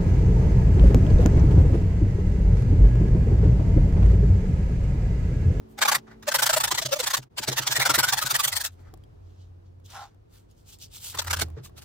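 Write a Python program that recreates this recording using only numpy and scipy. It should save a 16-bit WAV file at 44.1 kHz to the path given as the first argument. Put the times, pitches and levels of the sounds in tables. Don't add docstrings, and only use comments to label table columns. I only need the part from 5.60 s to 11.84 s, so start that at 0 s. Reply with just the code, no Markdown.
import sys
import numpy as np
from scipy import signal
from scipy.fft import rfft, irfft, next_fast_len
from scipy.io import wavfile
from scipy.ndimage import uniform_filter1d

SR = 44100
rng = np.random.default_rng(int(sys.argv[2]) if len(sys.argv) > 2 else 0)


def inscribe(sig):
    pcm = np.round(np.clip(np.atleast_2d(sig).T, -1, 1) * 32767)
    wavfile.write(sys.argv[1], SR, pcm.astype(np.int16))


N = 275184
T = np.arange(N) / SR

# peak_s, rise_ms (from 8 dB below the peak), rasp_db, squeak_hz, squeak_over_rasp_db
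STROKES = [(0.1892, 8.1, -39, 824, 0), (0.2259, 8.7, -18, 1518, -3), (0.2569, 5.7, -25.5, 829, 6),
           (.2873, 6.7, -18, 1163, 1.5), (0.3223, 6.4, -21.5, 845, 0), (0.3517, 5.9, -25, 2019, 6.5),
           (0.629, 3.5, -49.5, 1820, -4), (.6725, 3, -38, 587, -3), (.6861, 8.2, -26, 587, 3.5),
           (0.7212, 6.9, -30, 1583, 3), (0.7511, 6.9, -19, 1976, -3.5), (0.7942, 7.8, -27, 1502, 3.5),
           (0.8295, 6.6, -20, 867, -1.5), (0.8655, 5.3, -23, 1346, -5.5), (0.8983, 5.4, -21, 641, -1),
           (0.9373, 7.3, -21.5, 1378, 0), (0.9727, 8, -24.5, 624, 4.5), (1.0088, 7.3, -27.5, 1152, 4),
           (1.0423, 5.5, -22, 1464, -4.5), (1.0818, 7.4, -31.5, 915, -4.5), (1.117, 7.2, -24.5, 991, -1.5),
           (1.151, 6.2, -30, 894, -5), (1.1862, 9.1, -25.5, 1976, -1), (1.2258, 8.9, -31, 668, -4.5),
           (1.2623, 8.8, -28.5, 619, -5.5), (1.2935, 8.9, -41, 603, 4), (1.335, 14.6, -22.5, 549, 4),
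           (1.368, 12, -35.5, 603, 5), (1.4059, 13, -27, 511, -2.5), (1.4399, 9.9, -28.5, 942, -9),
           (1.4774, 12.2, -24.5, 1141, -8.5), (1.5108, 8.6, -29, 1077, -12.5), (1.5439, 8.2, -21, 1093, 0),
           (1.5731, 5.6, -31.5, 1077, -7.5), (1.7868, 10.8, -29, 985, -9), (1.837, 14.7, -32, 856, -8),
           (1.888, 11, -25, 646, -9), (1.9279, 11, -30.5, 484, -7), (1.985, 13.8, -22.5, 1728, -12),
           (2.0297, 13, -33.5, 1260, -5.5), (2.075, 8.2, -23.5, 2030, -13), (2.1248, 16, -23.5, 1615, -7.5),
           (2.1677, 13.6, -25, 1846, 3), (2.203, 6.7, -27, 1700, 0), (2.2233, 15, -24, 2150, 3.5),
           (2.2607, 6.5, -20, 1529, 2.5), (2.3024, 7.3, -19.5, 1335, 0), (2.3491, 8.2, -21, 1400, -1.5),
           (2.3928, 8, -19, 1500, -0.5), (2.4416, 9.6, -22.5, 1475, 5.5), (2.4936, 17.3, -27, 1534, 1.5),
           (2.5338, 9.3, -23.5, 1184, -5.5), (2.5859, 14.7, -28, 1820, -1), (2.6274, 10.7, -28.5, 1254, 3),
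           (2.6694, 10.8, -29.5, 1480, 0), (2.712, 11.7, -27.5, 1378, 5), (2.7558, 11, -23.5, 1787, 1),
           (2.802, 10.5, -26, 1174, 1.5), (2.8481, 12.5, -26, 1890, -3), (2.8826, 7.9, -29.5, 2250, -7),
           (2.9289, 7.2, -30.5, 2056, 0), (2.9699, 12, -28.5, 1814, -7), (3.0123, 8.8, -31.5, 1701, -3),
           (3.0497, 8.4, -29, 1798, -7.5), (3.0639, 7.6, -33, 1653, -12), (5.5501, 5, -46, 1044, 5),
           (5.575, 3.7, -39.5, 1100, -1), (5.5919, 5.4, -26.5, 3710, 0), (5.622, 6.5, -42.5, 980, 4),
           (5.6466, 4.6, -49, 2272, -6), (5.6783, 10.3, -39, 888, -6), (5.711, 8.7, -31, 2200, -3),
           (5.7354, 5.1, -28.5, 1136, -7), (5.772, 7.9, -36.5, 1114, -10.5), (5.799, 9, -32.5, 1292, -10),
           (5.8186, 10.5, -29, 1292, -17)]
# time_s, rasp_db
DRAG = [
    [(0.17, -77), (0.332, -70), (0.41, -77.5)],
    [(0.65, -58.5), (0.85, -43), (0.926, -55.5), (1.43, -67.5), (1.6, -72)],
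    [(1.77, -68), (1.986, -44), (2.296, -39.5), (2.912, -46.5), (3.064, -49.5), (3.11, -65.5)],
    [(5.53, -53), (5.644, -61), (5.87, -72)],
]
# time_s, sizzle_over_rasp_db, body_over_rasp_db
CUT_COLOUR = [(.2, -4.5, 1), (.35, 2.5, 1.5), (0.629, -5, 0), (.83, 2, -2), (1.0, 1, -1), (1.3, -6, -9),
              (1.569, 0, -2), (1.79, -4.5, -4), (2.1, -4, -7), (2.25, -0.5, 1), (2.35, 2, -1),
              (2.6, 0, -4.5), (2.87, 4.5, -5), (3.06, 2, -12.5), (5.55, 7.5, 5.5), (5.595, -5, -5),
              (5.63, 4, 4), (5.72, -1.5, 0.5), (5.821, -1.5, -1)]
# frequency_hz, relative_level_db (per Hz)
FOAM_SPECTRUM = [(250, -24), (420, -23), (544, -6.5), (736, -6.5), (870, -2.5), (1040, -6), (1390, -3),
                 (2480, -7.5), (3570, -3), (7860, -6.5), (11000, -14.5), (15100, -10), (15800, -20.5)]
SQUEAK_HARMONICS_DB = [5.5, -7.5, -12.5, -16.5, -24]
# peak_s, swell_ms (to 8 dB below the peak), rasp_db,
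# sizzle_over_rasp_db, body_over_rasp_db
RUSTLES = [(.12, 27, -77.5, 9, -17), (0.387, 7.5, -48, -8, 3), (.485, 15, -61.5, -18, 13),
           (.52, 22, -62.5, -12, 12), (1.599, 6.8, -52, -12, -6), (1.631, 9.7, -51.5, -7, -5),
           (3.132, 25, -73, 5, -8), (3.21, 27, -72.5, 1, 4), (3.278, 33, -71, -7, 12),
           (3.71, 62, -71.5, -9.5, -21.5), (3.82, 40, -66.5, -12.5, -32), (4.07, 25, -73.5, -16, -24.5),
           (4.264, 14, -57.5, -0.5, -32), (4.325, 33, -52, -4.5, -6), (4.365, 31, -51, -5, 2.5),
           (4.418, 40, -52.5, -6.5, -1), (4.761, 42, -65.5, 4.5, -5.5), (4.914, 21, -71, -2, -30),
           (5.0, 46, -73, 3, -29), (5.098, 31, -56.5, 3, -16), (5.137, 17, -55, 2.5, -15),
           (5.23, 23.7, -46.5, -1.5, -22), (5.36, 33.6, -47.5, 1, -18), (5.469, 42.4, -43, 6, -16),
           (5.51, 22, -47.5, -1, -16), (5.856, 21, -63, -2, -5.5), (5.985, 16.5, -57.5, -21, 7.5),
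           (6.055, 17.2, -50, 0, -11.5), (6.184, 14.7, -50, -0.5, -5), (6.226, 11, -52.5, 1, -5)]
# pitch_hz, level_over_grip_db
SKIN_RUB = [(800, 3), (1050, -4.5), (1350, -2)]
# start_s, level_db, ring_hz
TICKS = [(0.599, -62, 844), (3.339, -39, 755), (3.3746, -52, 750), (3.4375, -51, 3220), (4.1998, -58, 705),
         (4.3027, -42.5, 5910), (4.5457, -58, 853), (4.912, -56, 6760), (5.187, -47, 7440),
         (5.368, -35.5, 5900), (5.8844, -47, 770), (5.9019, -46, 703), (6.0593, -41.5, 1162),
         (6.0957, -52, 1112)]
# thud_risen_s, thud_peak_db, wood_over_thud_db
KNOCKS = [(0.362, -46.5, -14), (0.767, -44.5, -2.5), (0.825, -40.5, -3), (0.932, -42.5, 2),
          (1.126, -44, 13), (1.2, -45.5, 5), (1.255, -33, -4), (1.435, -48, 9.5), (1.588, -36.5, 0.5),
          (1.802, -45.5, 10), (1.885, -28, 5), (1.915, -40, 10), (1.999, -35, -0.5), (2.097, -37, -3.5),
          (2.188, -31, 2.5), (2.299, -34, 14), (2.383, -31, 9), (2.47, -40.5, -4), (2.527, -37.5, 0),
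          (2.644, -37.5, 0.5), (2.73, -40, 1.5), (2.862, -41.5, -7), (3.338, -51, 8.5), (5.549, -49, 8),
          (5.588, -53, 15), (5.762, -60, 8), (5.821, -36.5, 10), (5.974, -35, -0.5), (6.0, -35, -8.5),
          (6.158, -57, -1)]
# pitch_hz, relative_level_db, t60_s
THUD_MODES = [(129.4, -4.5, 0.23), (138, -12, .12)]
# pitch_hz, relative_level_db, t60_s
WOOD_MODES = [(204, -3.5, 0.07), (326, 1, 0.083), (401, 1, 0.069), (576, -2.5, 0.063)]
# time_s, pitch_hz, level_db
BENCH_RING = [(2.3, 89.3, -51), (2.39, 90.85, -48), (2.461, 97, -51.5), (2.839, 94.5, -70),
              (2.949, 93.8, -44.5), (3.02, 79.5, -61), (3.11, 86.9, -46), (3.54, 98, -59.5),
              (3.64, 90.2, -46), (4.25, 90.56, -49), (4.49, 100, -65), (5.251, 95.8, -57.5),
              (5.329, 92.3, -67), (5.601, 90.7, -46), (5.7, 84.9, -33), (5.95, 79.4, -37), (6.0, 83.1, -76),
              (6.05, 83.3, -47), (6.24, 76, -60)]
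# multiple_of_hum_pitch, relative_level_db
HUM_PARTIALS = [(0.998, 0), (1.26, -8), (1.704, -6), (1.984, -12)]
# pitch_hz, level_db
MAINS = [(51.3, -66.5), (101.3, -67)]
# frequency_hz, relative_level_db (per Hz)
ROOM_SPECTRUM = [(15, -35.5), (27, -12.5), (45, -2), (101, -5.5), (186, -19.5), (415, -17.5), (604, -25.5),
                 (769, -27), (2130, -42.5), (5420, -49.5), (8550, -57), (15000, -60)]
# frequency_hz, correlation (-1 to 1)
ROOM_LIKENESS = [(60, 0.82), (150, 1), (400, -0.66), (900, -0.51), (8000, 0.17)]
# time_s, rumble_db (25-62 Hz), murmur_db (230-480 Hz)
ROOM_LEVEL = [(0.0, -59, -63), (0.76, -67.5, -63), (1.08, -58, -58), (1.39, -66, -60),
              (1.648, -63.5, -67.5), (2.26, -62, -58), (3.111, -62.5, -71.5), (3.2, -54.5, -68.5),
              (4.4, -63.5, -72.5), (5.541, -60.5, -71), (5.79, -47, -55.5), (5.98, -62.5, -63),
              (6.24, -53.5, -70.5)]

BODY_TOP_HZ, SIZZLE_HZ, TOP_HZ = 2450, 7000, 15900
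DRAG_SIZZLE_DB, DRAG_BODY_DB = -16, 0.5
FALL_MS, FALL_PER_WAIT, LONGEST_WAIT_MS = 4.13, .25, 31.7
LAG_SPREAD_SAMPLES, TURN_SPREAD_RAD, STROKE_PAN_DB = 3.5, 1.27, 1.14
WALL_MS, WALL_SPREAD_DB, BOUNCE = 1.1, 3.5, .3
CUT_GAIN_DB = 0.84
RUSTLE_HZ, RUSTLE_DB = 2910, -12
GRIP_S, GRIP_RISE_MS, GRIP_FALL_MS, GRIP_DB = 4.4, 63, 60, -45
CRACK_T60_S, TICK_T60_S = 0.018, 0.027
HUM_HZ, HUM_DB, HUM_FADE_START_S, HUM_FADE_DB_PER_S = 220.7, -55, 0.65, 71


def cutting():
    saw, stroke = strokes()
    hand, grip = hands()
    draw = rng.standard_normal((len(STROKES), 4))[stroke].T
    lag = np.round(LAG_SPREAD_SAMPLES * draw[0]).astype(int)
    turn = TURN_SPREAD_RAD * draw[1]
    wall_ms = WALL_MS * undb(WALL_SPREAD_DB * draw[2])
    sawing = saw[0] > hand[0]

    torn = rasp(saw[:3] + blade_drag() + hand[:3], lag)
    sound = undb(CUT_GAIN_DB) * box_walls(torn, wall_ms, BOUNCE * sawing)

    hz = np.array(STROKES)[stroke, 3]
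    shake = .04 * (hz / 1200) ** .6
    sound += squeak(saw[3], hz, turn, SQUEAK_HARMONICS_DB, waver=shake, flutter_db=0.5)
    for rub_hz, rub_db in SKIN_RUB:
        sound += undb(rub_db) * squeak(grip[3], rub_hz, turn, [0], waver=0.0703, flutter_db=3.5)
    sound += undb(RUSTLE_DB) * squeak(hand[0], RUSTLE_HZ, turn, [0], waver=.13, flutter_db=3.5)

    pan_db = STROKE_PAN_DB * draw[3] * sawing
    return sound * undb(np.array([pan_db, -pan_db]) / 2)


def strokes():
    s, rise, db, _, squeak_db = np.transpose(STROKES)
    wait_ms = 1000 * np.diff(s, append=99) - np.roll(rise, -1)
    fall = FALL_MS + FALL_PER_WAIT * np.minimum(wait_ms, LONGEST_WAIT_MS)
    at, sizzle, body = np.transpose(CUT_COLOUR)
    over_rasp = np.array([0 * s, np.interp(s, at, sizzle), np.interp(s, at, body), squeak_db])
    return swells(s, rise, fall, db + over_rasp, rise_shape=1.91, fall_shape=1.615)


def blade_drag():
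    power = np.zeros(N)
    for cut in DRAG:
        s, db = np.transpose(cut)
        edge = np.clip(np.minimum(T - s[0], s[-1] - T) / .012 + .5, 0, 1)
        power += edge * undb(2 * np.interp(T, s, db))
    return power * undb(2 * np.array([[0], [DRAG_SIZZLE_DB], [DRAG_BODY_DB]]))


def hands():
    s, swell, db, sizzle, body = np.transpose(RUSTLES)
    levels = db + np.array([0 * s, sizzle, body, body])
    hand, _ = swells(s, swell, swell, levels, rise_shape=1.95, fall_shape=1.27)
    grip, _ = swells(np.array([GRIP_S]), [GRIP_RISE_MS], [GRIP_FALL_MS], np.full((4, 1), GRIP_DB),
                     rise_shape=4.5, fall_shape=2.3)
    return hand, grip


def swells(s, rise, fall, levels_db, rise_shape, fall_shape):
    power = np.zeros((4, N))
    steep = np.array([[1], [1.1], [.9], [1.5]])
    for k in range(len(s)):
        i = slice(max(int((s[k] - .15) * SR), 0), int((s[k] + 0.21) * SR))
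        dt = 1000 * (T[i] - s[k])
        before = np.abs(dt / rise[k]) ** rise_shape
        after = np.abs(dt / fall[k]) ** fall_shape
        swell_db = -8 * np.where(dt < 0, before, after)
        power[:, i] += undb(2 * (swell_db * steep + levels_db[:, [k]]))
    return power, np.searchsorted((s[1:] + s[:-1]) / 2, T)


def rasp(power, lag, grain_db=1.5, patchy_db=1.5, alike=0.44):
    size = next_fast_len(N)
    f = np.arange(size // 2 + 1) * SR / size
    colour = undb(on_log(FOAM_SPECTRUM, f))
    cell_size = rng.exponential(size=N) / 2 + walk(450)
    cells = rng.standard_normal((3, N)) * undb(grain_db * cell_size)
    spectra = rfft(cells / np.std(cells), size) * colour

    ranges = (BODY_TOP_HZ, SIZZLE_HZ), (SIZZLE_HZ, TOP_HZ), (0, BODY_TOP_HZ)
    gains = []
    for p, (lo, hi) in zip(power, ranges):
        mean_power = np.mean(colour ** 2 * (f > lo) * (f < hi))
        gains.append(np.log(p + 1e-14) / 2 - np.log(mean_power) / 2)
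    rasp_gain, sizzle_gain, body_gain = gains

    out, edges = 0, np.geomspace(250, 17000, 25)
    for lo, hi in zip(edges[:-1], edges[1:]):
        band = irfft(spectra * ((f >= lo) & (f < hi)), size)[:, :N]
        body = on_log([(1700, 0.98), (2800, 0)], lo)
        sizzle = on_log([(5500, 0.2), (8500, 1)], lo)
        gain = body * body_gain + sizzle * sizzle_gain + (1 - body - sizzle) * rasp_gain
        out = out + band * np.exp(gain) * undb(patchy_db * walk(26))

    share = np.clip(alike, 0, 1)
    late = out[0][np.clip(np.arange(N) - lag, 0, N - 1)]
    return np.sqrt(share) * np.array([out[0], late]) + np.sqrt(1 - share) * out[1:]


def box_walls(x, wall_ms, bounce):
    delay, i = (wall_ms * SR / 1000).astype(int), np.arange(N)
    g = np.clip(bounce, 0, .9)
    echoes = sum(g ** k * x[:, np.maximum(i - k * delay, 0)] for k in range(5))
    return echoes * np.sqrt(1 - g ** 2)


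def squeak(power, hz, turn, orders_db, waver, flutter_db):
    phase = 2 * np.pi * np.cumsum(hz * (1 + waver * walk(520))) / SR
    fits = [undb(db + flutter_db * walk(320)) for db in orders_db]
    ports = []
    for p in (phase, phase + turn):
        ports.append(sum(g * np.sin((k + 1) * p) for k, g in enumerate(fits)))
    return unit(np.array(ports)) * np.sqrt(power) * undb([0.63 * walk(60), 1.0 * walk(81)])


def ticks():
    out, t = np.zeros((2, N)), T[:SR // 10]
    for s, db, hz in TICKS:
        crack = rng.standard_normal((2, len(t))) * undb(-60 * t / CRACK_T60_S)
        partials = np.sin(2 * np.pi * hz * t) + 0.44 * np.sin(2 * np.pi * 1.49 * hz * t)
        ringing = undb(-60 * t / TICK_T60_S) * partials
        for ch in range(2):
            add(out[ch], s, undb(db) * (0.52 * crack[ch] + 0.67 * ringing))
    return out


def box_knocks():
    out = np.zeros((2, N))
    chances = rng.standard_normal((len(KNOCKS), 2, 5))
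    for (s, db, wood_db), chance in zip(KNOCKS, chances):
        for ch in range(2):
            modes = [(hz * (1 + 0.067 * c), d + 3.9 * c, t60)
                     for (hz, d, t60), c in zip(WOOD_MODES, chance[ch])]
            knock = ring(THUD_MODES, 0.0066) + undb(wood_db) * ring(modes, 0.0029)
            start_s = s - .005 + .0002 * abs(chance[ch, 4])
            add(out[ch], start_s, undb(db) * knock)
    return out


def ring(modes, push_s):
    t = T[:SR // 2]
    y = sum(undb(db - 60 * t / t60) * np.sin(2 * np.pi * hz * t) for hz, db, t60 in modes)
    y = y * (1 - np.exp(-t / push_s))
    return y / np.abs(y).max()


def bench_top():
    s, hz, db = np.transpose(BENCH_RING)
    level_db = np.interp(T, s, db, left=-99) + 1.2 * walk(15)
    return tone(np.interp(T, s, hz), level_db) * undb([1.0 * walk(4.2), 0.72 * walk(25)])


def hum():
    db = HUM_DB - HUM_FADE_DB_PER_S * np.maximum(T - HUM_FADE_START_S, 0)
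    lines = sum(tone(k * HUM_HZ, db + d + 0.56 * walk(5.6)) for k, d in HUM_PARTIALS)
    return lines + sum(tone(hz, d + 1.4 * walk(1.8)) for hz, d in MAINS)


def room():
    f = np.arange(N // 2 + 1) * SR / N
    alike = np.clip(on_log(ROOM_LIKENESS, f), -1, 1)
    noise = rfft(rng.standard_normal((2, N))) * undb(on_log(ROOM_SPECTRUM, f))
    noise = noise * np.sqrt([1 + alike, 1 - alike])
    low = on_log([(90, 1), (200, 0.34)], f)
    s, *levels = np.transpose(ROOM_LEVEL)
    out = 0
    for share, (lo, hi), db in zip((low, 1 - low), ((25, 62), (230, 480)), levels):
        reference = np.std(irfft(noise[0] * (f > lo) * (f < hi), N))
        mid, side = irfft(noise * np.sqrt(share), N) / reference
        out = out + np.array([mid + side, mid - side]) * undb(np.interp(T, s, db) + 0.56 * walk(1.7))
    return out


def undb(db):
    return 10 ** (np.asarray(db) / 20)


def unit(x):
    return x / np.sqrt(np.mean(x ** 2))


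def on_log(table, hz):
    f, v = np.transpose(table)
    return np.interp(np.log(np.maximum(hz, 1)), np.log(f), v)


def walk(rate):
    k = max(int(SR / rate), 2)
    held = np.repeat(rng.standard_normal(N // k + 1), k)
    return unit(uniform_filter1d(held, k)[:N])


def tone(hz, db):
    return np.sqrt(2) * undb(db) * np.sin(2 * np.pi * np.cumsum(hz * np.ones(N)) / SR)


def add(out, s, x):
    i = int(s * SR)
    out[..., i:i + len(x)] += x[:N - i]


def scene():
    hush = 1 - .93 * np.exp(-((T - 1.692) / .014) ** 2)
    return (cutting() + ticks() + box_knocks() + bench_top() + hum() + room()) * hush


def record(dry, top_db=-19.5, ratio=2.5):
    loud = np.sqrt(uniform_filter1d(np.mean(dry ** 2, 0), int(.005 * SR)) + 1e-12)
    gain = np.minimum(1, undb(top_db) / loud) ** (1 - 1 / ratio)
    held = dry * uniform_filter1d(gain, int(.003 * SR))
    return signal.sosfilt(signal.ellip(10, .2, 80, TOP_HZ, fs=SR, output="sos"), held)


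dry = scene()
out = record(dry)
inscribe(out)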